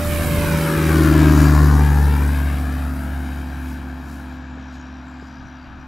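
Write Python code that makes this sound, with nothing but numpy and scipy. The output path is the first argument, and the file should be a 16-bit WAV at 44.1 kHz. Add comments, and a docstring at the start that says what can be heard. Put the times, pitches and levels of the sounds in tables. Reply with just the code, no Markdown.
"""A light two-blade propeller plane comes along a flat airfield at full power. From the start, blade pulses,
a geared four-cylinder engine, rushing air and a thin whine sound over the hush of the field, partly echoed
by the ground. Two gusts of wind buffet the camera's two microphone ports. At about 1.2 s the plane passes
and its pitch falls; then it fades as it climbs away. From about 4.3 s the treble flares up in narrow bands
and the top hiss cuts out. Two soft taps land on the camera, and two weak gusts follow near the end."""
import sys
import numpy as np
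from scipy import signal
from scipy.fft import rfft, irfft, next_fast_len
from scipy.io import wavfile
from scipy.ndimage import uniform_filter1d, map_coordinates

SR = 44100
rng = np.random.default_rng(int(sys.argv[2]) if len(sys.argv) > 2 else 0)


def unload_wav(signal):
    """Save mono or channel-first audio to the path in sys.argv[1] as 16-bit WAV at rate SR, clipped to [-1, 1]."""
    wavfile.write(
        sys.argv[1],
        SR,
        np.round(np.clip(np.atleast_2d(signal).T, -1, 1) * 32767).astype(np.int16),
    )


N = 258867
TIME = np.arange(N) / SR


def amp(db):
    """Turn decibels into a gain."""
    return 10 ** (np.asarray(db) / 20)


def unit(x):
    """Scale a signal to an average (rms) size of 1."""
    return x / np.sqrt(np.mean(x ** 2) + 1e-20)


def bell(x, centre, half_width):
    """A smooth hump: 1 at the centre, 0 far from it."""
    return np.exp(-((x - centre) / half_width) ** 2)


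def over_pitch(points, hz):
    """Join (Hz, value) points along a logarithmic frequency axis."""
    freqs, values = np.transpose(points)
    return np.interp(np.log(hz + 1), np.log(freqs + 1), values)


def over_time(points):
    """Join (seconds, value) points into one value per sample."""
    return np.interp(TIME, *np.transpose(points))


def wobble(rate):
    """A smooth curve through `rate` random values a second."""
    return map_coordinates(rng.standard_normal(int(N * rate / SR) + 4), [TIME * rate])


def filtered(x, response):
    """Multiply each frequency in x by response(hz)."""
    size = next_fast_len(N + 8192)
    return irfft(rfft(x, size) * response(np.fft.rfftfreq(size, 1 / SR)), size)[..., :N]


def noise(spectrum, patchy_db, gate=1):
    """Two unrelated noises with the same loud and soft patches, pulsed by the gate and scaled to rms 1."""
    cells = signal.stft(rng.standard_normal((2, N)), nperseg=512)[2]
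    patches = uniform_filter1d(rng.standard_normal(cells.shape[1:]), size=6, axis=0)
    patches = uniform_filter1d(patches, size=10, axis=1)
    pair = signal.istft(cells * amp(patchy_db * unit(patches)), nperseg=512)[1][:, :N]
    return unit(filtered(pair * gate, lambda hz: amp(over_pitch(spectrum, hz))))


def tone(turns, db, flutter_db, drift):
    """A sine wave whose level and phase are shaken by turbulent air."""
    shake = drift * wobble(14)
    return np.sqrt(2) * amp(db + flutter_db * wobble(11)) * np.cos(2 * np.pi * turns + shake)


# The plane passes in a straight line. BEARING is where the listener is, seen from the plane:
# 0 degrees is ahead of the nose, 180 is behind the tail.
CLOSEST_S, CLOSEST_M, SPEED_M_S, SOUND_M_S = 1.228, 35.84, 29.19, 343
PAST_M = SPEED_M_S * (TIME - CLOSEST_S)
DISTANCE_M = np.hypot(PAST_M, CLOSEST_M)
BEARING = np.degrees(np.arctan2(CLOSEST_M, -PAST_M))


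def beam(db, deg, half_deg, fall_db, loss_db, lobe_deg=90, lobe_half_deg=10, lobe_db=0):
    """Level in dB over time of a sound that the plane sends mostly one way, weaker with distance."""
    # A beam row holds: level in dB at the closest distance, bearing and half width in degrees,
    # drop outside the beam in dB, extra loss in dB per 100 m. It may go on with a louder or
    # quieter side direction (a lobe): bearing and half width in degrees, change in dB.
    aimed_db = db - fall_db * (1 - bell(BEARING, deg, half_deg))
    aimed_db += lobe_db * bell(BEARING, lobe_deg, lobe_half_deg)
    spreading_db = 20 * np.log10(DISTANCE_M / CLOSEST_M)
    return aimed_db - spreading_db - loss_db * (DISTANCE_M - CLOSEST_M) / 100


def blade_count():
    """Blade passes heard so far: they arrive faster as the plane nears, slower as it leaves (Doppler)."""
    blade_hz = 75.94 - .084 * (TIME - CLOSEST_S)  # eases as the climb loads the engine
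    leaving_m_s = SPEED_M_S * PAST_M / DISTANCE_M
    return np.cumsum(blade_hz / (1 + leaving_m_s / SOUND_M_S)) / SR


# The propeller's first four harmonics. Each row: a beam, as explained in beam().
PROPELLER_BEAMS = [(-11.5, 116, 34, 8, 14, 65.4, 6.7, -14), (-15, 99, 41.6, 20.5, 6.5, 60, 13, 6),
                   (-26.5, 89.4, 41.3, 10, 7.5, 75, 13, -2), (-19, 90, 26.6, 27, 0, 44, 18, 1)]

def propeller(blades):
    """Each blade sends a suction pulse with a steep front, so all harmonics share one phase shift."""
    levels = [beam(*row) for row in PROPELLER_BEAMS]
    levels += [levels[3] - 14, levels[3] - 22.5]  # harmonics 5 and 6 follow the fourth
    return sum(tone(k * blades + .36, db, flutter_db=0.7, drift=.05) for k, db in enumerate(levels, 1))


# The engine's strong harmonics 6, 4, 7, 8 and 12. Each row: a beam.
ENGINE_BEAMS = [(-21.5, 93.4, 18.8, 11.73, 1.63, 148.2, 21.6, 6.5), (-32, 44, 25, 3.4, 8.9, 102, 14, -18),
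                (-22, 82, 18.3, 15.6, 4.7, 119, 3.5, -3), (-30, 79, 36, 19.1, 2.2, 153, 9.7, 8.5),
                (-25, 43.3, 45, 20.2, 10.3, 128, 11, -28)]
# Its weak harmonics. Each row: harmonic number, level in dB relative to the beam they share.
WEAK_HARMONICS = [(2, -22), (3, -18.5), (5, -16.5), (9, -35), (10, -60), (14, -26), (16, -21), (18, -29),
                  (20, -31), (24, -35), (29, -41), (33, -26), (37, -26)]
CYCLES_PER_BLADE = 51 / 84  # engine cycles per blade pass, through a 51:21 gear

def engine(blades):
    """Uneven exhaust pulses make many harmonics; the pipe favours a few, the ground echoes the weak."""
    def exhaust(harmonics):
        return sum(tone(k * CYCLES_PER_BLADE * blades + rng.random(), db, flutter_db=1.5, drift=0.4)
                   for k, db in harmonics)

    strong = exhaust(zip((6, 4, 7, 8, 12), [beam(*row) for row in ENGINE_BEAMS]))
    behind_wing_db = beam(-25, deg=118, half_deg=60, fall_db=2, loss_db=4)
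    weak = exhaust((k, behind_wing_db + db) for k, db in WEAK_HARMONICS)
    return strong + with_ground_echo(weak[None])[0]


# How late the ground echo arrives. Each row: time in seconds, delay in milliseconds.
ECHO_DELAY = [(0, 1.62), (.45, 2.04), (1.3, 3.2), (2.4, 1.93), (3.2, 1.35), (3.6, 1.27), (5.87, 1.25)]

def with_ground_echo(x):
    """The direct sound plus its bounce off the runway: later, duller and slightly turned in phase."""
    gain = 0.61 * .5 ** ((DISTANCE_M - CLOSEST_M) / 59)  # halves every 59 m
    gain *= 1 - 0.42 * bell(BEARING, 95, 23)  # dips while the plane is alongside
    dull = filtered(x, lambda hz: np.exp(.2j * np.pi) / (1 + (hz / 4000) ** 2))
    sent_s = TIME - over_time(ECHO_DELAY) / 1000
    echo = np.array([np.interp(sent_s, TIME, channel) for channel in dull])
    return (x + gain * echo) / np.sqrt(1 + gain ** 2)


def blade_bursts(blades):
    """A gain that jumps up briefly, by an uneven amount, at each blade pass."""
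    return amp(9 * (np.cos(2 * np.pi * blades - .3) - 1) + 2.5 * wobble(40))


# Where the rushing air is heard. Each row: a beam, for wash, roar, growl, swish and snaps in turn.
RUSH_BEAMS = [(-25.5, 49.2, 143, 8.6, 14.5, 111.6, 5.1, 4.5), (-28.5, 79.7, 74.4, 14.4, 1.6, 60, 10, 0),
              (-34, 104, 33.3, 11.6, 1, 53.7, 15, 10.5), (-32.5, 61.2, 56.7, 11.44, 0.61, 134, 7.1, 4.5),
              (-37.5, 44.5, 92, 12.8, 9, 104, 11.6, 4)]
# The colours of its six noises, low to high. Each row: frequency in Hz, relative level in dB.
WASH_SPECTRUM = [(30, -120), (55, -2), (120, -14.5), (250, -0.5), (340, -8.5), (400, -10.5), (520, -16),
                 (800, -120)]
GROWL_SPECTRUM = [(400, -120), (520, -4.5), (640, -2.5), (800, 0), (950, -0.5), (1100, -14.5), (1400, -120)]
ROAR_SPECTRUM = [(600, -120), (850, -3.5), (1050, -1.5), (1300, -0.5), (1650, 1), (1850, -7), (2000, -8.5),
                 (2500, -120)]
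SWISH_SPECTRUM = [(1500, -120), (1900, -20), (2050, 1), (2400, 2), (2800, -4), (3300, -3.5), (4200, -9.5),
                  (5500, -14.5), (7500, -41), (10000, -120)]
SNAP_SPECTRUM = [(3000, -120), (3600, -6.5), (4200, -2.5), (5000, -2), (6000, -3), (7000, -3), (8000, -10),
                 (9500, -120)]
HISS_SPECTRUM = [(6000, -120), (7000, -8.5), (7700, -2), (8400, -3.5), (9200, -1), (10500, -1),
                 (11500, 1.5), (12600, -0.5), (14000, -3), (15700, -4.5), (16500, -6)]
# The hiss fades as the plane leaves, then this top treble cuts out abruptly at about 4.4 s.
# Each row: time in seconds, level in dB.
HISS_LEVEL = [(0, -36.5), (.1, -32.5), (.83, -35), (1.65, -39.5), (2.4, -43.5), (3.1, -49.5), (3.7, -56),
              (4.36, -64), (4.43, -78), (5.87, -79)]
# Brief swells and one dip in the treble. Each row: middle in seconds, change in dB, half length in seconds.
TREBLE_SWELLS = [(0.365, 0.5, 0.053), (0.616, 1, .06), (1.463, 2, 0.093), (2.038, 1.5, 0.052),
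                 (3.69, 5.5, 0.065), (4.137, 7.5, 0.08), (4.342, -1, 0.045), (4.75, 11.5, 0.032),
                 (5.107, 4, .05), (5.257, 6, 0.06)]

def blade_rush(blades, bursts):
    """Turbulence on the blades; all but the low wash pulses as each blade swings towards the listener."""
    wash_db, roar_db, growl_db, swish_db, snap_db = [beam(*row) for row in RUSH_BEAMS]
    angle = 2 * np.pi * blades
    swing = np.cos(angle - .3) + .5 * np.cos(2 * angle - .9) + 1.3 * np.cos(3 * angle - 1.5)
    chop = amp(1.5 * bell(BEARING, 99.7, 37) * swing)  # deepest with the propeller seen edge-on
    wash = amp(wash_db + 1.2 * wobble(4.27)) * noise(WASH_SPECTRUM, patchy_db=0.5)
    roar = amp(roar_db + 0.37 * wobble(8)) * noise(ROAR_SPECTRUM, patchy_db=1, gate=chop)
    growl = amp(growl_db + 0.56 * wobble(7)) * noise(GROWL_SPECTRUM, patchy_db=2.5, gate=chop)
    swish = amp(swish_db + 1.3 * wobble(9)) * noise(SWISH_SPECTRUM, patchy_db=1, gate=chop)
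    swell_db = sum(db * bell(TIME, middle, half) for middle, db, half in TREBLE_SWELLS)
    snap_db += 0.8 * swell_db + 0.5 * wobble(6.5)
    snaps = amp(snap_db) * noise(SNAP_SPECTRUM, patchy_db=1.5, gate=1.9 + bursts)
    hiss_db = over_time(HISS_LEVEL) + swell_db + 0.5 * wobble(5.17) + 0.18 * wobble(27.6)
    hiss = amp(hiss_db) * noise(HISS_SPECTRUM, patchy_db=1.5, gate=chop * (3.2 + bursts))
    return wash + roar + growl + swish + snaps + hiss


# Each row: a beam, for the first tone above the intake's pitch, the higher ones and the gear in turn.
WHINE_BEAMS = [(-35, 97, 22, 14.4, 4), (-36.5, 110, 35, 13.3, 5.5), (-45.5, 100, 50, 6, 3)]

def whine(blades):
    """Intake and gear tones, heard through the turning blades, split into tones one blade rate apart."""
    first_db, higher_db, gear_db = [beam(*row) for row in WHINE_BEAMS]
    below_db = beam(-40, deg=55, half_deg=40, fall_db=20, loss_db=15)
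    intake, gear = 12 * CYCLES_PER_BLADE, 51 / 2  # vibrations per blade pass
    strongest = 2.7 + 6 * bell(BEARING, 78.4, 42)  # steps above the intake's pitch
    tones = [(intake + 1, first_db), (intake - 1, below_db)]
    tones += [(intake + n, higher_db - 1.2 * (n - strongest) ** 2) for n in range(2, 17)]
    tones += [(gear + n, gear_db - 1.2 * (n + 2) ** 2) for n in range(-4, 2)]
    in_step = blades - .05  # lines up with the blade swing
    return sum(tone(k * in_step, db, flutter_db=2, drift=.18) for k, db in tones)


# The colour of the field's hush. Each row: frequency in Hz, relative level in dB.
FIELD_SPECTRUM = [(240, -64), (400, -39), (576, -20), (637, -4), (734, 0.5), (1030, -1.5), (1620, -1.5),
                  (2260, -36), (2630, -15), (4500, -24.5), (5850, -53), (9900, -120)]

def field_hush():
    """The steady, quiet noise of the open field."""
    return amp(-48) * noise(FIELD_SPECTRUM, patchy_db=1)


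# The colour of the wind. Each row: frequency in Hz, relative level in dB.
WIND_SPECTRUM = [(12, -120), (22, 4.5), (45, -1.5), (70, 3), (110, 2), (180, -3.5), (400, -17.5),
                 (700, -120)]
# The gusts. Each row: middle in seconds, level there in dB, half length in seconds.
WIND_GUSTS = [(0.112, -30, 0.091), (0.393, -24.5, 0.17), (5.448, -41.5, .05), (5.758, -42.5, .13)]

def wind():
    """Wind buffets both ports almost alike: lumpy gusts over a low rumble that follows the plane."""
    breeze = amp(beam(-36, deg=109, half_deg=55, fall_db=7, loss_db=8))
    gusts = sum(amp(db) * bell(TIME, middle, half) for middle, db, half in WIND_GUSTS)
    lumps = amp(0.83 * wobble(18))
    shared, side = (breeze + gusts) * lumps * noise(WIND_SPECTRUM, patchy_db=-0.5)
    return np.array([shared + .3 * side, shared - .3 * side])


# The treble flares. Each row: start and end in seconds, centre frequency in Hz, level in dB.
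SNAP_FLARES = [(4.28, 4.98, 3750, -68), (4.62, 5.03, 5630, -63), (4.72, 4.83, 6600, -64),
               (5.06, 5.22, 7400, -67), (5.13, 5.4, 4860, -63), (5.28, 5.576, 5830, -63),
               (5.55, 5.69, 4670, -63.5), (5.654, 5.86, 5760, -69)]

def treble_flares(bursts):
    """Near the end, the blade snaps flare up briefly in narrow bands of treble."""
    snaps = unit((0.19 + bursts) * rng.standard_normal(N))
    out = np.zeros(N)
    for start, end, centre_hz, db in SNAP_FLARES:
        band = unit(filtered(snaps, lambda hz: bell(hz, centre_hz, half_width=350)))
        inside_s = np.minimum(TIME - start, end - TIME)
        out += amp(db) * band * np.clip(inside_s / .03 + .5, 0, 1)  # 30 ms fades
    return out


# The taps. Each row: start in seconds, level in dB before a 6.5 dB boost, pitch in Hz.
SOFT_TAPS = [(4.575, -34, 420), (5.226, -30, 360)]

def taps():
    """Each soft tap on the camera is a dull push that dies within a cycle or two."""
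    out = np.zeros(N + SR)
    t = np.arange(SR // 20) / SR
    decay_db = 60 * t / 0.012
    for start, db, hz in SOFT_TAPS:
        out[round(start * SR):][:len(t)] += amp(db + 6.5 - decay_db) * np.sin(2 * np.pi * hz * t)
    return out[:N]


# How alike the air noise is left and right, before the bearing widens or narrows it.
# Each row: frequency in Hz, likeness (1 means the same).
STEREO_LIKENESS = [(60, 0.93), (300, 0.81), (1000, 1), (2000, 0.92), (4000, 0.94), (8500, 0.84),
                   (11000, 0.92), (13500, 0.66), (15700, 0.3)]

def scene():
    """Tones reach both ports alike; the air noise is partly unrelated, most of all in the top treble."""
    def mid_and_side_gains(hz):
        angle = np.arccos(np.clip(over_pitch(STEREO_LIKENESS, hz), -1, 1)) / 2
        return np.array([np.cos(angle), np.sin(angle)])

    blades = blade_count()
    bursts = blade_bursts(blades)
    air = blade_rush(blades, bursts)  # row 0 is shared by both ports (mid), row 1 sets them apart (side)
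    air[0] += whine(blades)
    air = with_ground_echo(air)
    air[0] += treble_flares(bursts)
    mid, side = filtered(air + field_hush(), mid_and_side_gains)
    mid += propeller(blades) + engine(blades) + taps()
    side *= amp(-1.75 + 4.5 * bell(BEARING, 45, 25))  # widest as the plane approaches
    return np.array([mid + side, mid - side]) + wind()


# The ports' colours as the plane comes and as it goes. Each row: frequency in Hz, left minus right in dB.
COMING_COLOUR = [(75, -.3), (155, .5), (300, 0), (580, .5), (800, 0), (1000, 3), (1250, 7), (1750, 5),
                 (2150, -6), (2750, -1.5), (3200, -4.5), (5000, -1.5), (12000, -2), (15000, -.5)]
GOING_COLOUR = [(75, -.6), (150, 1), (300, 0), (550, 1), (800, .5), (1000, 2), (1300, 6.5), (1500, 6),
                (1750, 10), (2150, 3), (2600, -1), (3000, 1), (10000, -.5), (14000, 3)]
# The balance as the camera follows the plane. 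Each row: time in seconds, left minus right in dB.
BALANCE = [(0, -1.5), (.5, -1), (1.1, 1.8), (2.1, 1.8), (2.8, .6), (4.2, .3), (5.87, .6)]
# The housing's ripples in the treble. Each row: frequency in Hz, gain in dB.
HOUSING_RIPPLES = [(3100, 0), (3450, -4), (3800, 2.5), (4250, -2.5), (4800, 1), (5400, -1.5), (5800, 1.5),
                   (6300, -2.5), (6750, 1.5), (7600, -2), (8400, 2), (9200, -1.5), (10300, 1), (11000, 0)]

def record(dry):
    """The ports colour the sound by bearing, peaks clip softly, and the housing ripples the treble."""
    def left_right(lean_db):
        return amp(np.outer([.5, -.5], lean_db))

    coming = filtered(dry, lambda hz: left_right(over_pitch(COMING_COLOUR, hz)))
    going = filtered(dry, lambda hz: left_right(over_pitch(GOING_COLOUR, hz)))
    away = np.clip((BEARING - 62) / 58, 0, 1)  # blends over from 62 to 120 degrees
    ports = ((1 - away) * coming + away * going) * left_right(over_time(BALANCE))
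    clipped = ports / (1 + np.abs(ports) ** 8) ** (1 / 8)
    top_cut_db = lambda hz: np.clip(hz - 15720, 0, None) / 2  # steep cut above 15720 Hz
    return filtered(clipped, lambda hz: amp(over_pitch(HOUSING_RIPPLES, hz) - top_cut_db(hz)))


dry = scene()
out = record(dry)
unload_wav(out)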